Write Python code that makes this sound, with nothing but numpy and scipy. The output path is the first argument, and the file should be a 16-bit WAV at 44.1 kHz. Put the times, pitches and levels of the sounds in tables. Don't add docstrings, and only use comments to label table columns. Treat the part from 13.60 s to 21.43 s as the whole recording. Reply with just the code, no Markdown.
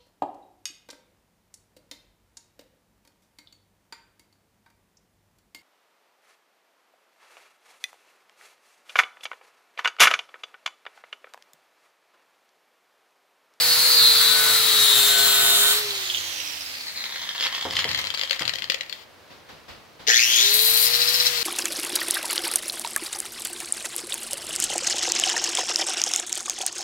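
import sys
import numpy as np
from scipy import signal
from scipy.fft import rfft, irfft, next_fast_len
from scipy.io import wavfile
from scipy.ndimage import uniform_filter1d, map_coordinates

SR = 44100
rng = np.random.default_rng(int(sys.argv[2]) if len(sys.argv) > 2 else 0)


def materialize(psi):
    bounded = np.clip(np.atleast_2d(psi).T, -1, 1)
    quanta = np.round(bounded * 32767).astype(np.int16)
    wavfile.write(sys.argv[1], SR, quanta)


N = 345296
T = np.arange(N) / SR

PINION_TEETH, CROWN_TEETH, MAINS_HZ = 9, 32, 60
FREE_HZ = 550
LIFTED_S, SWITCH_OFF_S, SWITCH_ON_S, SWITCH_OFF_AGAIN_S = 2.228, 2.21, 6.468, 7.69

# freq_hz, level_db
SHELL_COLOUR = [(450, -10), (1400, -9), (1900, 0.5), (2500, 1), (3200, 4), (5000, 1), (6000, -18),
                (6900, -6.5), (7800, -29.5), (13000, -11.5), (16000, -14)]
# pitch_hz, width_hz, level_db
SHELL_MODES = [(543, 35, -2.5), (2054, 280, -4), (3185, 150, -1.5), (4013, 194, 0.5), (4334, 62, 1),
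               (5070, 99, -5.5), (6850, 140, -12)]


def amp(db):
    return 10 ** (np.asarray(db) / 20)


def unit(x):
    return x / np.sqrt(np.mean(x ** 2) + 1e-20)


def levelled(x, size=5000):
    return x / np.sqrt(uniform_filter1d(x ** 2, size=size))


def curve(rows, column=1):
    rows = np.array(rows)
    return np.interp(T, rows[:, 0], rows[:, column])


def gate(start_s, end_s, ramp_s):
    return np.clip(np.minimum(T - start_s, end_s - T) / ramp_s, 0, 1)


def spectrum(points, hz):
    f, value = np.transpose(points)
    return np.interp(np.log(hz + 1), np.log(f + 1), value)


def filtered(x, response):
    size = next_fast_len(N + 8192)
    return irfft(rfft(x, size) * response(np.fft.rfftfreq(size, 1 / SR)), size)[..., :N]


def coloured(x, points):
    log_gain = np.log(amp(spectrum(points, abs(np.fft.fftfreq(4096, 1 / SR)))))
    taps = np.fft.ifft(np.exp(np.conj(signal.hilbert(log_gain)))).real
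    return signal.oaconvolve(x, taps[:len(taps) // 2])[:N]


def ring(x, modes):
    return filtered(x, lambda f: sum(amp(db) * 1j * f * width / (hz ** 2 - f ** 2 + 1j * f * width)
                                     for hz, width, db in modes))


def resonate(x, hz, width_hz):
    carrier = np.exp(2j * np.pi * np.cumsum(hz) / SR)
    pole = np.exp(-np.pi * width_hz / SR)
    return 2 * (carrier * signal.lfilter([(1 - pole) ** 2], [1, -2 * pole, pole ** 2], x / carrier)).real


def white():
    return rng.standard_normal(N)


def wander(rate_hz):
    return unit(filtered(white(), lambda f: np.exp(-(f / rate_hz) ** 2)))


def tone(turns):
    return np.sqrt(2) * np.sin(2 * np.pi * (turns + rng.random()))


def throb(turns, depth):
    return levelled(np.exp(depth * np.cos(2 * np.pi * turns)), size=2205)


def bursts(rows, rise_s, decay_s):
    level, t = np.zeros(N + SR), np.arange(SR // 2) / SR
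    shape = (1 - np.exp(-t / rise_s)) * np.exp(-t / decay_s)
    for start_s, db in rows:
        level[round(start_s * SR):][:len(t)] += amp(db) * shape / shape.max()
    return level[:N] * white()


def around(make, shared):
    return np.sqrt(shared) * make() + np.sqrt(1 - shared) * np.array([make(), make()])


def coasted(start_hz, t, friction_hz_per_s=78.8, drag_s=3.45):
    friction_hz = friction_hz_per_s * drag_s
    return np.maximum((start_hz + friction_hz) * np.exp(-np.maximum(t, 0) / drag_s) - friction_hz, 0)


def rotor_speed(half_speed_s=0.143):
    # time_s, speed_hz
    loaded_speed = [(0, 491), (0.45, 457), (0.75, 442), (1.03, 441), (1.4, 413.5), (1.65, 412.3),
                    (1.92, 407), (2.1, 411), (2.21, 424)]
    first_run = coasted(curve(loaded_speed), T - SWITCH_OFF_S)
    powered_s = np.clip(T, SWITCH_ON_S, SWITCH_OFF_AGAIN_S) - SWITCH_ON_S
    spin_up = FREE_HZ * powered_s / (powered_s + half_speed_s)
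    return first_run + coasted(spin_up, T - SWITCH_OFF_AGAIN_S)


def current(speed, running):
    return running * np.clip(1 - speed / FREE_HZ, 0, 1)


def grinding(disc, contact, load, grit_memory=0.37, grains_per_turn=400):
    # freq_hz, level_db
    grit_colour = [(110, -5.5), (300, -5.5), (700, -5), (1300, 6), (4500, -6), (5600, 1.5), (12000, 6),
                   (16000, 4.5)]
    # pitch_hz, width_hz, level_db
    blade_modes = [(692, 18, -10), (900, 500, -24), (1267, 230, -16), (1499, 20, 0)]
    # pitch_hz, width_hz, level_db
    shrill_modes = [(3080, 350, 4), (7320, 190, 5.5), (8370, 260, 0)]
    # time_s, level_db
    ringing = [(0, -10), (.65, -1.5), (.73, 2.5), (.92, 5), (1.02, -17), (1.6, 0.5), (2.2, -4)]
    grains = rng.standard_normal((int(disc[-1]) + 2, grains_per_turn))
    track = signal.lfilter([1], [1, -grit_memory], grains, axis=0).ravel()
    scratch = unit(map_coordinates(track, [disc * grains_per_turn], mode="nearest"))
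    hiss = unit(coloured(scratch * throb(disc, depth=0.85) * amp(0.92 * wander(24)), grit_colour))
    shrill = load * ring(scratch, shrill_modes)
    slaps = sum(tone(k * disc) for k in range(4, 19))
    blade = ring(slaps * amp(2 * wander(5.1)), blade_modes)
    bite = contact * amp(-29)
    return bite * (amp(2) * hiss + amp(3.5) * shrill), bite * amp(curve(ringing) - 4) * blade


def gear_whine(speed, rotor, disc, contact, load, running, loaded_db=-37, start_db=-27, idle_db=-57.5):
    # rotor_multiple, level_db
    orders = [(8, -2), (9, 6), (10, 1)]
    # centre_s, boost_db
    pushes = [(0.48, 6.1), (1.42, 2.1)]
    wobble = 1 + 0.5 * tone(disc) + 0.47 * tone(2 * disc)
    whine = sum(amp(db + 2 * wander(6)) * tone(round(k) * rotor + 0.073 * wander(250))
                for k, db in orders)
    push_db = sum(db * np.exp(-((T - centre_s) / 0.47) ** 2) for centre_s, db in pushes)
    sideband = amp(4) * load * np.clip(push_db / 2, 0, 1) * tone(PINION_TEETH * rotor - disc)
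    meshing = np.clip(speed / 400, 0, 1) ** 5
    torque = contact * amp(loaded_db + push_db) + current(speed, running) * amp(start_db) + amp(idle_db)
    return torque * amp(wander(240)) * meshing * (whine * wobble + sideband)


def shell_band(f, low_slope):
    return (1 - 1 / (1 + (f / 1500) ** low_slope)) / (1 + (f / 7100) ** 20)


def mesh_whirr(blows, speed):
    mesh_hz = np.maximum(PINION_TEETH * speed, 1600)
    slowness = np.clip(1 - speed / 520, 0, 0.5)
    mesh = resonate(blows, 1.03 * mesh_hz, width_hz=1370)
    mesh += amp(-5.5 + 25.7 * slowness) * resonate(blows, 2 * mesh_hz, width_hz=1200)
    mesh += amp(-8) * resonate(blows, 3 * mesh_hz, width_hz=2100)
    mesh = filtered(mesh, lambda f: shell_band(f, low_slope=6))
    return np.clip(speed / 190, 0, 1) * (amp(9.5) * mesh + amp(7.5) * ring(mesh, SHELL_MODES))


def gear_chatter(speed, disc, crests, running, contact, loaded_db=-26.5, free_db=-28, coast_db=-35):
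    # start_s, end_s, boost_db
    fits = [(3.32, 3.48, 2.5), (3.795, 3.883, 5.5), (4.14, 4.215, 5), (4.348, 4.422, 6)]
    strikes_per_s = 1.5 * speed + (running + contact) * 4000
    strikes = (rng.random(N) < strikes_per_s / SR) * amp(2 * np.minimum(rng.exponential(1, N), 2))
    force = signal.lfilter([1], [1, -np.exp(-1 / (0.001 * SR))], strikes) + 0.2
    disc_phase = disc - np.interp(7.605, T, disc - crests)
    blows = white() * force * throb(disc_phase, depth=0.43) * throb(crests, depth=running * 0.51)
    beat = running * np.clip((speed - 452) / 15, 0, 1) * np.cos(2 * np.pi * (disc_phase - crests))
    shake = np.exp(-((speed - 145) / 98) ** 2) * np.minimum(speed / 2, 1) * (T < SWITCH_ON_S)
    bearings = shake * ring(blows, [(1110, 360, 9.9), (2040, 670, 8.8)])
    singing = running * np.clip(speed / 430, 0, 1) ** 10 * ring(blows, [(4040, 60, 22)])
    rasp = np.maximum(beat, 0) * ring(blows, [(4960, 210, 18)])
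    shell = coloured(blows, SHELL_COLOUR) + amp(2) * ring(blows, SHELL_MODES)
    chatter = levelled(mesh_whirr(blows, speed) + bearings + singing + rasp + shell)
    fits_db = wander(19) + sum(db * gate(start, end, ramp_s=0.0098) for start, end, db in fits)
    coasting = (1 - contact - running) * np.hypot((speed / 400) ** 1.7, shake) * amp(coast_db + fits_db)
    torque_db = 12 * current(speed, running) + 2.5 * beat
    powered = running * np.clip((speed - 260) / 130, 0, 1) * amp(free_db + torque_db)
    return chatter * (contact * amp(loaded_db) + powered + coasting)


def fan_rush(speed):
    # freq_hz, level_db
    fan_colour = [(130, -26), (800, -6), (2000, 0), (4200, 4.5), (9000, -8), (16000, -7)]
    rush = around(lambda: unit(coloured(white(), fan_colour)), shared=0.27)
    return amp(-27.5) * (speed / 450) ** 1.84 * rush


def unbalance_hum(speed, rotor, disc, contact):
    # speed_hz, level_db
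    hum_levels = [(130, -67), (220, -66), (360, -55.5), (412, -39.5), (500, -43)]
    rotor_hum = amp(np.interp(speed, *np.transpose(hum_levels))) * tone(rotor)
    disc_hum = amp(-55.5 + 3 * contact) * (speed / 450) ** 2 * tone(disc)
    return (rotor_hum + disc_hum) * amp(wander(20))


def room_tone():
    # freq_hz, level_db
    air_colour = [(25, -37), (85, -6), (200, -13), (540, -7.5), (4600, -19), (8000, -30.5), (16000, -33)]
    return amp(-51) * around(lambda: unit(coloured(white(), air_colour)), shared=0.43)


def blade_squeal(rotor, load):
    octave = 2 * PINION_TEETH * rotor + 0.054 * wander(89)
    return amp(-35.5) * load * tone(octave) + amp(-42) * load ** 2 * tone(octave + 2 * rotor)


def gear_clacks(speed, running, rebound_s=0.0082, rebound_db=-13):
    # start_s, level_db
    clacks = [(2.499, -15.5), (2.539, -19), (2.546, -14), (2.5717, -20), (2.801, -18), (3.149, -26),
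              (3.4395, -17.5), (3.558, -21), (3.7592, -22.5), (3.7992, -20), (3.8078, -15), (3.825, -13),
              (3.85, -16.5), (3.8678, -13), (3.949, -19.5), (3.9807, -20.5), (4.01, -16), (4.1085, -16.5),
              (4.1538, -23), (4.1674, -10.5), (4.1909, -11), (4.206, -16), (4.2423, -14.5), (4.2902, -14.5),
              (4.314, -16.5), (4.331, -20), (4.3471, -12.5), (4.391, -16), (4.441, -19.5), (4.47, -16.5),
              (4.503, -18.5), (4.5463, -19.5), (4.5739, -19.5), (4.594, -18), (4.6127, -17),
              (4.6344, -17.5), (4.696, -21), (4.7089, -11.5), (4.729, -19.5), (4.794, -18.5), (4.82, -17.5),
              (4.853, -22), (4.8783, -16), (4.894, -18), (4.9367, -20), (4.956, -22), (4.9852, -23),
              (5.0213, -23), (5.0414, -23.5), (5.0995, -11), (5.12, -16.5), (5.1438, -15.5), (5.209, -21),
              (5.296, -26), (5.326, -21.5), (6.4685, -20), (6.4753, -16.5), (6.702, -20)]
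    delays = rebound_s * (0.5 + rng.random(len(clacks)))
    rebounds = [(start_s + delay, db + rebound_db) for (start_s, db), delay in zip(clacks, delays)]
    impacts = bursts(clacks + rebounds, rise_s=0.0007, decay_s=0.0015)
    pings = sum(ring(impacts * amp(3.5 * wander(14)), [mode]) for mode in SHELL_MODES)
    fast = (1 - running) * np.clip(speed / 370, 0, 1) ** 4
    sound = (1 - fast) * (coloured(impacts, SHELL_COLOUR) + amp(1.5) * pings)
    sound += fast * amp(13.5) * resonate(impacts, PINION_TEETH * speed, width_hz=630)
    return filtered(sound, lambda f: f ** 2 / (f ** 2 + 280 ** 2) / np.sqrt(1 + (f / 8500) ** 4))


def cord_knocks():
    # start_s, level_db, cutoff_hz
    knocks = [(4.051, -13, 820), (4.249, -18.5, 650), (4.808, -18, 2190)]
    # freq_hz, level_db
    bench_colour = [(60, -12), (200, -8), (550, -1.5), (2000, -5)]
    thuds = np.zeros(N)
    for start_s, db, cutoff_hz in knocks:
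        hit = bursts([(start_s, db)], rise_s=0.0005, decay_s=0.02)
        thuds += filtered(hit, lambda f: 1 / (1 + 1j * f / cutoff_hz - (f / cutoff_hz) ** 2))
    drum = ring(bursts([row[:2] for row in knocks], rise_s=0.018, decay_s=0.15), [(105, 79, -8)])
    return amp(3) * coloured(thuds, bench_colour) + drum


def soft_shuffles():
    # start_s, level_db
    shuffles = [(5.7, -45.5), (5.885, -43.5), (6.08, -40.5), (6.392, -43)]
    # freq_hz, level_db
    shuffle_colour = [(80, 2), (540, -1), (4500, -6), (9000, -26)]
    return amp(9) * around(
        lambda: coloured(bursts(shuffles, rise_s=0.0064, decay_s=0.07), shuffle_colour), shared=0.28)


def start_rattle(speed, crests, running, slam_decay_s=0.0021):
    # time_s, level_db
    rattle_levels = [(6.47, -16.5), (6.5, -18), (6.62, -19.5), (6.69, -26.5), (6.75, -22), (6.82, -22),
                     (6.95, -30), (7.1, -72)]
    # freq_hz, level_db
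    slam_colour = [(1400, -4), (1800, -2.5), (4500, 3.5), (6700, -4), (7600, -2), (16000, 4)]
    lag_cycles = 0.17 * (speed - 200) / 200
    since_slam_s = ((crests - lag_cycles) % 1) / (2 * MAINS_HZ)
    blows = white() * (np.exp(-since_slam_s / slam_decay_s) + 0.068) * amp(0.7 * wander(56))
    mesh_hz = PINION_TEETH * speed
    mesh = resonate(blows, np.maximum(1.04 * mesh_hz, 1800), width_hz=700)
    octave = resonate(blows, 2 * mesh_hz, width_hz=620)
    edge = ring(blows, [(5880, 360, -1.5), (6650, 280, 0)])
    rattle = coloured(blows, slam_colour) + amp(6.5) * mesh + amp(7) * octave + amp(4.5) * edge
    rattle = filtered(rattle, lambda f: shell_band(f, low_slope=8) + 0.1)
    return running * amp(curve(rattle_levels)) * levelled(rattle)


def casing_jolt():
    kick = bursts([(SWITCH_ON_S + 0.0095, -10)], rise_s=0.0029, decay_s=0.02)
    return ring(kick, [(490, 50, 1), (720, 88, -0.75)])


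def brush_sizzle(speed, crests, running):
    # freq_hz, level_db
    spark_colour = [(2000, -27), (6500, -15), (9000, -11), (12500, -3.5), (16000, -10)]
    crackle = throb(crests, depth=0.28) * amp(1.9 * wander(110))
    sparks = around(lambda: unit(coloured(white() * crackle, spark_colour)), shared=0.059)
    arcing_db = 9.1 * gate(6.92, 7.29, ramp_s=0.019)
    return amp(-21.5 + arcing_db) * (speed / 450) ** 2 * np.sqrt(current(speed, running)) * sparks


def garage_reverb(x):
    # freq_hz, t60_s
    decay_times = [(150, 1), (1000, 0.75), (4000, 0.19), (14000, 0.31)]
    hz, t, noise = signal.stft(rng.standard_normal((2, SR // 2)), SR, nperseg=256)
    decay = amp(-60 * t / spectrum(decay_times, hz)[:, None])
    early = 1 + 1.8 * np.exp(-t / 0.015)
    tail = signal.istft(noise * decay * early * (t > 0.002), SR, nperseg=256)[1]
    return signal.fftconvolve(x[None], tail / np.linalg.norm(tail[0]), axes=1)[:, :N]


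def placed(stereo):
    # time_s, left_delay_ms, left_over_right_db
    path = [(0.3, -0.04, 1), (1.3, -0.024, 8), (2.2, 0.15, -1), (2.95, 0.4, -6.5), (3.35, 0.068, 1.5),
            (4.05, 0.05, 1), (4.8, -0.36, 17.5), (6.6, -0.38, 8.5), (7.7, -0.41, 8)]
    lag, balance_db = curve(path) * SR / 1000, curve(path, column=2)
    return np.array([
        amp(share * balance_db) * map_coordinates(side, [np.arange(N) - share * lag], mode="nearest")
        for share, side in zip((0.5, -0.5), stereo)])


def scene():
    speed = rotor_speed() * (1 + 0.00065 * wander(14.5))
    rotor = np.cumsum(speed) / SR
    disc = rotor * PINION_TEETH / CROWN_TEETH
    crests = 2 * MAINS_HZ * (T - SWITCH_ON_S)
    running = gate(SWITCH_ON_S, SWITCH_OFF_AGAIN_S, ramp_s=0.015)
    contact = np.clip((LIFTED_S - T) / 0.11, 0, 1)
    load = contact * np.clip((450 - speed) / 38, 0, 1)
    jolt = casing_jolt()
    gears = gear_whine(speed, rotor, disc, contact, load, running)
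    gears += gear_chatter(speed, disc, crests, running, contact)
    slams = gear_clacks(speed, running) + start_rattle(speed, crests, running) + jolt
    scrape, blade = grinding(disc, contact, load)
    knocks, shuffles, air = cord_knocks(), soft_shuffles(), room_tone()
    send = amp(1) * gears + amp(-0.5) * slams + amp(5.5) * scrape + amp(-3) * knocks
    room = garage_reverb(filtered(send, lambda f: f / (f + 350)))
    vents = fan_rush(speed) + brush_sizzle(speed, crests, running)
    grinder = placed(gears + slams + scrape + blade + vents) + unbalance_hum(speed, rotor, disc, contact)
    return grinder + blade_squeal(rotor, load) + knocks + shuffles + air + room


def record(dry, low_cut_hz=26, ceiling=0.85, high_cut_hz=15850):
    dry = filtered(dry, lambda f: f ** 2 / (f ** 2 + low_cut_hz ** 2))
    limited = dry / (1 + (dry / ceiling) ** 6) ** (1 / 6)
    taps = signal.firwin(511, high_cut_hz, window=("kaiser", 9), fs=SR)
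    return signal.oaconvolve(limited, taps[None], "same")


dry = scene()
out = record(dry)
materialize(out)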